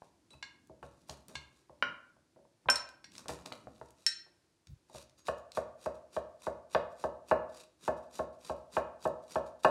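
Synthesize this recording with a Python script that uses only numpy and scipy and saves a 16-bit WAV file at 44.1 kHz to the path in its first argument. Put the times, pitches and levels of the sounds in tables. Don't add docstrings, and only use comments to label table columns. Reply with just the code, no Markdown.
import sys
import numpy as np
from scipy import signal
from scipy.fft import rfft, irfft, next_fast_len
from scipy.io import wavfile
from scipy.ndimage import uniform_filter1d

SR = 44100
rng = np.random.default_rng(int(sys.argv[2]) if len(sys.argv) > 2 else 0)


def file_out(sig):
    cols = np.atleast_2d(sig).T
    lim = np.clip(cols, -1, 1)
    pcm = np.round(lim * 32767).astype(np.int16)
    wavfile.write(sys.argv[1], SR, pcm)


N = 427769
T = np.arange(SR // 3) / SR

# knock_s, ring_peak_db, contact_ms, ring_length_factor, cut_s, crunch_db, thump_peak_db
CHOPS = [(5.284, -22.5, 0.25, 0.4, 0.039, -51, -47.5), (5.5730, -22, 0.87, 0.39, 0.042, -50, -49),
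         (5.8597, -24, 1, 0.58, 0.082, -57.5, -48.5), (6.1650, -22.5, 0.56, 0.47, 0.06, -56, -49),
         (6.4682, -23.5, 0.93, 0.54, 0.077, -54, -48), (6.7482, -16, 0.19, 0.48, 0.056, -54, -47),
         (7.0393, -22.5, 1, 0.67, 0.087, -56, -47), (7.3125, -14, 0.4, 0.7, 0.056, -54.5, -42.5),
         (7.8785, -20, 0.63, 0.76, 0.089, -53, -45.5), (8.1914, -22.5, 0.95, 0.68, 0.093, -53.5, -46.5),
         (8.4965, -26, 1, 0.75, 0.11, -54.5, -46), (8.7672, -18.5, 0.35, 0.69, 0.065, -51, -45.5),
         (9.0531, -20, 0.94, 0.78, 0.061, -53, -49), (9.3566, -20, 0.64, 0.72, .095, -53, -46),
         (9.6467, -11, 0.08, 0.75, 0.023, -49, -50)]
# pitch_hz, relative_db, t60_s (at ring length 1)
BOARD_MODES = [(152.6, -14, .12), (243, -11.5, 0.11), (358.7, 0, 0.038), (503.3, -2.5, 0.17),
               (566.9, -7.5, 0.33), (625.8, 3, 0.17), (695.4, -4.5, 0.18), (732.6, -5.5, 0.12),
               (751.4, -6.5, 0.094), (876.4, 13.5, 0.017), (1092.7, 0.5, 0.076), (1325, 0, 0.035),
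               (1561, -3, 0.05), (1727, -7, 0.07), (2506, -8.5, 0.035), (2820, -10, 0.042),
               (3680, -13.5, 0.012)]


def gain_of(db):
    return 10 ** (np.asarray(db) / 20)


def evened(x):
    return x / np.sqrt(np.mean(x ** 2) + 1e-20)


def read(points, hz):
    point_hz, value = np.transpose(points)
    return np.interp(np.log(hz + 1), np.log(point_hz + 1), value)


def add(mix, start_s, sound):
    part = mix[round(start_s * SR):][:len(sound)]
    part += sound[:len(part)]


def coloured(x, points):
    size = next_fast_len(len(x))
    hz = np.fft.rfftfreq(size, 1 / SR)
    return evened(irfft(rfft(x, size) * gain_of(read(points, hz)), size)[:len(x)])


def air():
    # pitch_hz, relative_db
    spectrum = [(15, -51.5), (25, -5.5), (118, 1.5), (252, -5.5), (330, 5), (433, -6.5), (1250, -13),
                (3230, -17), (4020, -16), (4480, -15), (9850, -20), (14000, -35), (16500, -44)]
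    level_db, waver_db = -74.5, 0.59
    waver = evened(uniform_filter1d(rng.standard_normal(N), 6000))
    return gain_of(level_db + waver_db * waver) * coloured(rng.standard_normal(N), spectrum)


def rumble(rows, colour):
    s, db = np.transpose(rows)
    level_db = np.interp(np.arange(s[0], s[-1], 1 / SR), s, db)
    noise = coloured(rng.standard_normal(len(level_db)), colour)
    out = np.zeros(N)
    add(out, s[0], gain_of(level_db) * noise)
    return out


def rustle():
    # time_s, level_db
    curve = [(0.0, -79.5), (0.6, -70.5), (1.17, -71), (1.29, -69.5), (1.7, -90), (1.9, -55), (2.0, -75.5),
             (2.83, -88), (3.14, -66), (3.69, -65.5), (4.07, -78), (4.6, -95)]
    return rumble(curve, [(25, -17.5), (65, -1.5), (150, 5), (300, 6.5), (700, -37), (2000, -71)])


def strokes():
    # end_s, length_s, crunch_db
    scrapes = [(0.088, .12, -75.5), (1.044, .2, -76.5), (1.101, 0.036, -60.5), (1.606, 0.11, -74.5),
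               (3.184, 0.091, -60), (3.887, 0.29, -73.5), (4.043, 0.11, -67.5), (5.007, .12, -53.5),
               (5.201, 0.039, -67), (5.385, 0.018, -65.5), (5.952, 0.014, -63.5), (6.931, 0.038, -69.5),
               (7.504, 0.025, -67.5), (7.619, 0.12, -57.5), (7.978, .02, -66.5), (8.047, .03, -70.5),
               (8.346, 0.033, -74), (8.572, 0.024, -66), (9.239, 0.023, -69), (9.48, 0.047, -66.5),
               (9.605, 0.017, -66)]
    bite_db, bite_share, drag_t60_s = -23.5, 0.59, 0.13
    cuts = [(s, cut_s, db) for s, _, _, _, cut_s, db, _ in CHOPS]
    out = np.zeros(N)
    for end, length, db in cuts + scrapes:
        start = max(end - length, 0)
        t = start + np.arange(SR // 2) / SR - end
        swell = np.clip((t + length) / (bite_share * length), 0, 1)
        fade_db = -60 * np.maximum(t, 0) / drag_t60_s
        add(out, start, gain_of(db + bite_db * (1 - swell) + fade_db))
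    return out


def bursts():
    # start_s, crunch_db, t60_s
    crushes = [(0.307, -65, .35), (.826, -64.5, .3), (1.1, -55, .33), (1.28, -60.5, .6), (3.183, -60, .45),
               (3.284, -45.5, .35), (3.455, -57, .3), (3.52, -62, .5)]
    rise_s = 0.0024
    out, t = np.zeros(N), np.arange(SR // 2) / SR
    for s, db, t60 in crushes:
        add(out, s, gain_of(db - 60 * t / t60) * (1 - np.exp(-t / rise_s)))
    return out


def crunch():
    # pitch_hz, relative_db
    fibres = [(88, -31), (150, 0.5), (566, -3), (759, -14), (1040, -3), (2180, -18.5), (2500, -9.5),
              (3100, -18), (3620, -14), (8070, -14.5), (11000, -18.5), (16000, -39)]
    # pitch_hz, width_hz, level_db (re fibres)
    whisper = [(3843, 300, -16), (4720, 100, -18.5), (5685, 45, -17.5), (6810, 90, -20), (8400, 120, -23)]
    clicks_per_s = 1200
    stroke_low_db, crush_low_db = -6.5, 3

    clumps = gain_of(3.7 * evened(uniform_filter1d(rng.standard_normal(N), 180)))
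    click_size = gain_of(3.2 * np.minimum(rng.exponential(1, N), 5))
    clicks = click_size * (rng.random(N) < clicks_per_s / SR) * rng.choice([-1, 1], N)
    hiss = rng.standard_normal(N)
    rub = evened(clumps * (0.6 * evened(clicks) + 0.81 * hiss))

    hail = coloured(rub, fibres)
    for hz, width, db in whisper:
        hail = hail + gain_of(db) * evened(signal.lfilter(*signal.iirpeak(hz, hz / width, SR), rub))
    low = signal.sosfilt(signal.butter(2, 2800, fs=SR, output="sos"), hail)
    cut = strokes() * (hail + (gain_of(stroke_low_db) - 1) * low)
    crushed = bursts() * (hail + (gain_of(crush_low_db) - 1) * low)
    return cut + crushed


def strikes(events, modes, crack_hz, crack_db, crack_s, swell, split, steep, land_s=.0001):
    hz, mode_db, t60 = np.transpose(modes + modes)
    edges_hz = np.clip(crack_hz, 50, SR / 2.1)
    band = signal.butter(3, edges_hz, "bandpass", fs=SR, output="sos")
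    out = np.zeros(N)
    for s, peak_db, contact_ms, lasting, *_ in events:
        level_draw, pitch_draw = rng.standard_normal((2, len(hz)))
        contact_loss = (1 + (hz * contact_ms / 1000) ** 2) ** steep
        weight = gain_of(mode_db + 1.5 * level_draw) / contact_loss
        turns = (hz * (1 + split * pitch_draw))[:, None] * T
        age = T / (lasting * t60[:, None])
        ring = weight @ (gain_of(-60 * age) * (1 - np.exp(-age / swell)) * np.sin(2 * np.pi * turns))
        ring = ring * (1 - np.exp(-(T / land_s) ** 2))

        crack = signal.sosfilt(band, rng.standard_normal(len(T)) * np.exp(-T / crack_s))
        crack = signal.lfilter(*signal.butter(2, min(1000 / contact_ms, SR / 2.1), fs=SR), crack)
        blow = ring / abs(ring).max() + gain_of(crack_db) * crack / abs(crack).max()
        add(out, s, gain_of(peak_db) * blow)
    return out


def thumps(events, upper_db):
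    deep_hz, upper_hz, t60_s, rise_s = 68, 135, 0.21, 0.0072
    deep = np.sin(2 * np.pi * deep_hz * T)
    upper = gain_of(upper_db) * np.sin(2 * np.pi * upper_hz * T)
    note = (deep + upper) * gain_of(-60 * T / t60_s) * (1 - np.exp(-T / rise_s))
    out = np.zeros(N)
    for s, *_, thump_db in events:
        add(out, s, gain_of(thump_db) * note / abs(note).max())
    return out


def bumps():
    # start_s, ring_peak_db, contact_ms, ring_length_factor, thump_peak_db
    events = [(0.020, -41.5, 0.79, 0.11, -74), (0.338, -55.5, 0.16, 0.96, -54.5),
              (0.697, -48.5, 0.96, 1, -55.5), (0.828, -38.5, 0.077, 0.76, -50),
              (1.094, -41, 0.11, 0.77, -46), (1.301, -54, 0.97, 1, -73), (1.354, -44.5, 1, 0.22, -47),
              (1.696, -48.5, 0.7, 0.81, -60), (2.166, -56.5, 0.64, 0.5, -68.5),
              (2.362, -50, 0.82, 0.64, -77), (2.39, -54.5, 0.94, 0.87, -81),
              (2.452, -56.5, .5, 0.58, -83.5), (2.658, -45, 0.48, 1, -43.5), (3.258, -38, 0.33, 0.39, -63),
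              (3.293, -29.5, 0.08, .5, -42.5), (3.459, -45, 0.3, 0.78, -86), (3.52, -32, 0.25, 0.36, -69),
              (3.671, -35.5, 0.89, 0.34, -54), (3.814, -35.5, 0.34, 0.32, -54.5),
              (4.264, -60, 0.28, 0.93, -85.5), (4.898, -53.5, 0.64, 1, -81), (4.949, -38.5, 1, 0.48, -51)]
    knocks = strikes(events, BOARD_MODES, (400, 1200), crack_db=-4.5, crack_s=0.0023,
                     swell=0.053, split=0.028, steep=3.9)
    return knocks + thumps(events, upper_db=1.0)


def pings():
    # start_s, level_db (before the soft start), pitch_hz, t60_s
    events = [(0.307, -56, 3934, 0.15), (.306, -67, 4040, 0.2), (0.305, -58.5, 8100, 0.043),
              (0.335, -55.5, 2600, 0.076), (3.043, -66, 1900, 0.19), (3.044, -46, 5610, 0.044),
              (5.173, -71, 4750, 0.35), (5.179, -69, 6550, 0.26), (5.383, -62, 6800, 0.048)]
    out, rise_s = np.zeros(N), 0.00067
    for s, level_db, hz, t60 in events:
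        envelope = gain_of(level_db - 60 * T / t60) * (1 - np.exp(-T / rise_s))
        add(out, s, envelope * np.sin(2 * np.pi * hz * T))
    return out


def snaps():
    # start_s, peak_db, centre_hz
    events = [(0.3056, -52, 3900), (0.6723, -58, 6970), (1.0884, -51, 5440), (1.0962, -31.5, 4400),
              (1.2832, -40.5, 7000), (2.89, -42, 5000), (3.1197, -47, 4470), (3.1386, -54, 3980),
              (3.1532, -38.5, 4030), (3.181, -33.5, 4500), (3.2832, -28.5, 4380), (3.304, -41, 6450),
              (3.4216, -53, 4500), (3.4602, -31, 4200), (3.5235, -30.5, 3330), (3.7613, -57, 3700),
              (3.906, -51.5, 6500), (3.984, -61.5, 3500), (4.671, -47.5, 3890), (5.096, -52.5, 4710),
              (5.1861, -58, 6530), (5.269, -39.5, 3700), (5.383, -56, 6820), (5.5192, -37, 4780),
              (8.801, -47, 2546), (9.0744, -46, 7000)]
    out, t = np.zeros(N), T[:3000]
    shape = np.exp(-t / 0.0016) + 0.15 * np.exp(-t / 0.0059)
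    for s, peak_db, hz in events:
        band = [(hz / 6, -18), (hz / 1.8, -4), (hz, 0), (hz * 1.8, -6), (hz * 3, -30)]
        snap = shape * coloured(rng.standard_normal(len(t)), band)
        add(out, s, gain_of(peak_db) * snap / abs(snap).max())
    return out


def taps():
    # start_s, ring_peak_db, contact_ms, ring_length_factor
    events = [(.4265, -31, 0.18, 0.56), (1.354, -27.5, .12, 0.39), (3.043, -39.5, 0.039, 0.17)]
    # pitch_hz, relative_db, t60_s (at ring length 1)
    blade_modes = [(1010, -5.5, 0.038), (1637, -7, 0.22), (2180, -2.5, 0.074), (2480, -18, 0.15),
                   (2810, -5.5, 0.084), (3555, -6.5, 0.093), (4000, -6, 0.085), (4260, -10, 0.23),
                   (4550, -12, 0.19), (5474, -16.5, 0.19), (5911, -15, .1), (6530, -19.5, 0.11),
                   (7070, -16, 0.054)]
    return strikes(events, blade_modes, (1500, 8000), crack_db=-5.5, crack_s=0.004,
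                   swell=0.0019, split=0.0026, steep=0.95)


def raps():
    # start_s, ring_peak_db, contact_ms, ring_length_factor
    events = [(1.8245, -14.5, 0.11, 0.59), (2.6865, -15.5, 0.37, 0.87)]
    # pitch_hz, relative_db, t60_s (at ring length 1)
    corner_modes = [(260.8, -26, 0.13), (570, -11, .04), (811, -9.5, 0.034), (1046, -1, 0.031),
                    (1376, -3, 0.07), (1519, 0, 0.11), (1610, -12.5, 0.095), (1868, -9.5, 0.06),
                    (2428, -6, .04), (2860, -5, 0.06), (3280, -11, 0.022), (4500, -25.5, 0.026),
                    (5570, -29, 0.19)]
    return strikes(events, corner_modes, (700, 3300), crack_db=-7, crack_s=0.0029,
                   swell=0.035, split=0.034, steep=0.45)


def clinks():
    # start_s, bangle_ring_peak_db, contact_ms, ring_length_factor, blade_ring_peak_db
    events = [(2.7, -12.5, 0.02, 0.71, -43), (2.7570, -21.5, 0.051, 0.42, -33.5),
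              (4.0645, -13.5, 0.075, 0.47, -24.5)]
    # pitch_hz, relative_db, t60_s (at ring length 1)
    bangle_modes = [(5410, 1, 0.17), (6220, -13.5, 0.072), (7230, -21, .05), (7090, -8.5, 0.035),
                    (8086, -10, 0.054), (9010, -17.5, 0.039), (9070, -13.5, 0.047), (11320, -23.5, 0.022),
                    (15060, -26.5, .035)]
    # pitch_hz, relative_db, t60_s (at ring length 1)
    held_modes = [(1570, -8, 0.38), (1806, -7.5, 0.24), (1880, -4.5, 0.11), (2380, -8, 0.086),
                  (2510, -9.5, 0.12), (3290, -18, 0.11), (3470, -18, .08), (3920, -1.5, 0.3),
                  (4240, 0, 0.509), (4600, -17.5, 0.1), (4850, -7, .05)]
    stone = strikes(events, bangle_modes, (3000, 11000), crack_db=-13.0, crack_s=0.0044,
                    swell=.003, split=.0006, steep=0.33)
    on_blade = [(s, blade_db, ms, lasting) for s, _, ms, lasting, blade_db in events]
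    held = strikes(on_blade, held_modes, (1400, 5000), crack_db=2.0, crack_s=0.0026,
                   swell=0.006, split=.002, steep=.3)
    return stone + held


def shove():
    # time_s, level_db
    curve = [(4.67, -64), (4.686, -56), (4.712, -47), (4.764, -61), (4.79, -96)]
    return rumble(curve, [(25, -22), (60, 6.5), (140, 2), (250, -25), (600, -54.0)])


def chops():
    knocks = strikes(CHOPS, BOARD_MODES, (700, 4500), crack_db=-13, crack_s=0.0018,
                     swell=0.1, split=.005, steep=1.0, land_s=0.00085)
    return knocks + thumps(CHOPS, upper_db=-7)


def kitchen(x):
    # pitch_hz, t60_s
    decay = [(100, 0.62), (600, 0.53), (1500, 0.51), (4000, 0.36), (7000, 0.31), (10000, 0.19),
             (15000, 0.12)]
    # delay_s, level_db (re tail of norm 1)
    echoes = [(.0045, -22.5), (0.011, -1.5), (0.0159, -11), (0.0232, -9), (.034, -19.5), (.039, -22.5)]
    impulses = np.zeros(SR)
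    at = np.arange(500, SR - 20, 20)
    impulses[at + rng.integers(0, 20, len(at))] = rng.choice([-1., 1.], len(at))
    hz, t, z = signal.stft(impulses, SR, nperseg=256)
    fade = gain_of(-60 * t / read(decay, hz)[:, None])
    tail = signal.istft(z * fade, SR, nperseg=256)[1]
    tail /= np.linalg.norm(tail)
    for s, db in echoes:
        tail[round(s * SR)] += gain_of(db)
    return signal.fftconvolve(x, tail)[:N]


def scene():
    wood = bumps() + raps() + chops()
    steel = pings() + taps() + clinks()
    garlic = crunch() + snaps()
    wet = kitchen(gain_of(-11) * wood + gain_of(-9.5) * steel + gain_of(-12.5) * garlic)
    return (wood + steel + garlic + wet + shove() + rustle() + air())[None]


def record(dry):
    low_cut_hz, band_limit_hz = 48, 16100
    thin = signal.sosfilt(signal.butter(3, low_cut_hz, "highpass", fs=SR, output="sos"), dry)
    lowpass = signal.firwin(511, band_limit_hz, window=("kaiser", 9), fs=SR)
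    return signal.oaconvolve(thin, lowpass[None], "same")


dry = scene()
out = record(dry)
file_out(out)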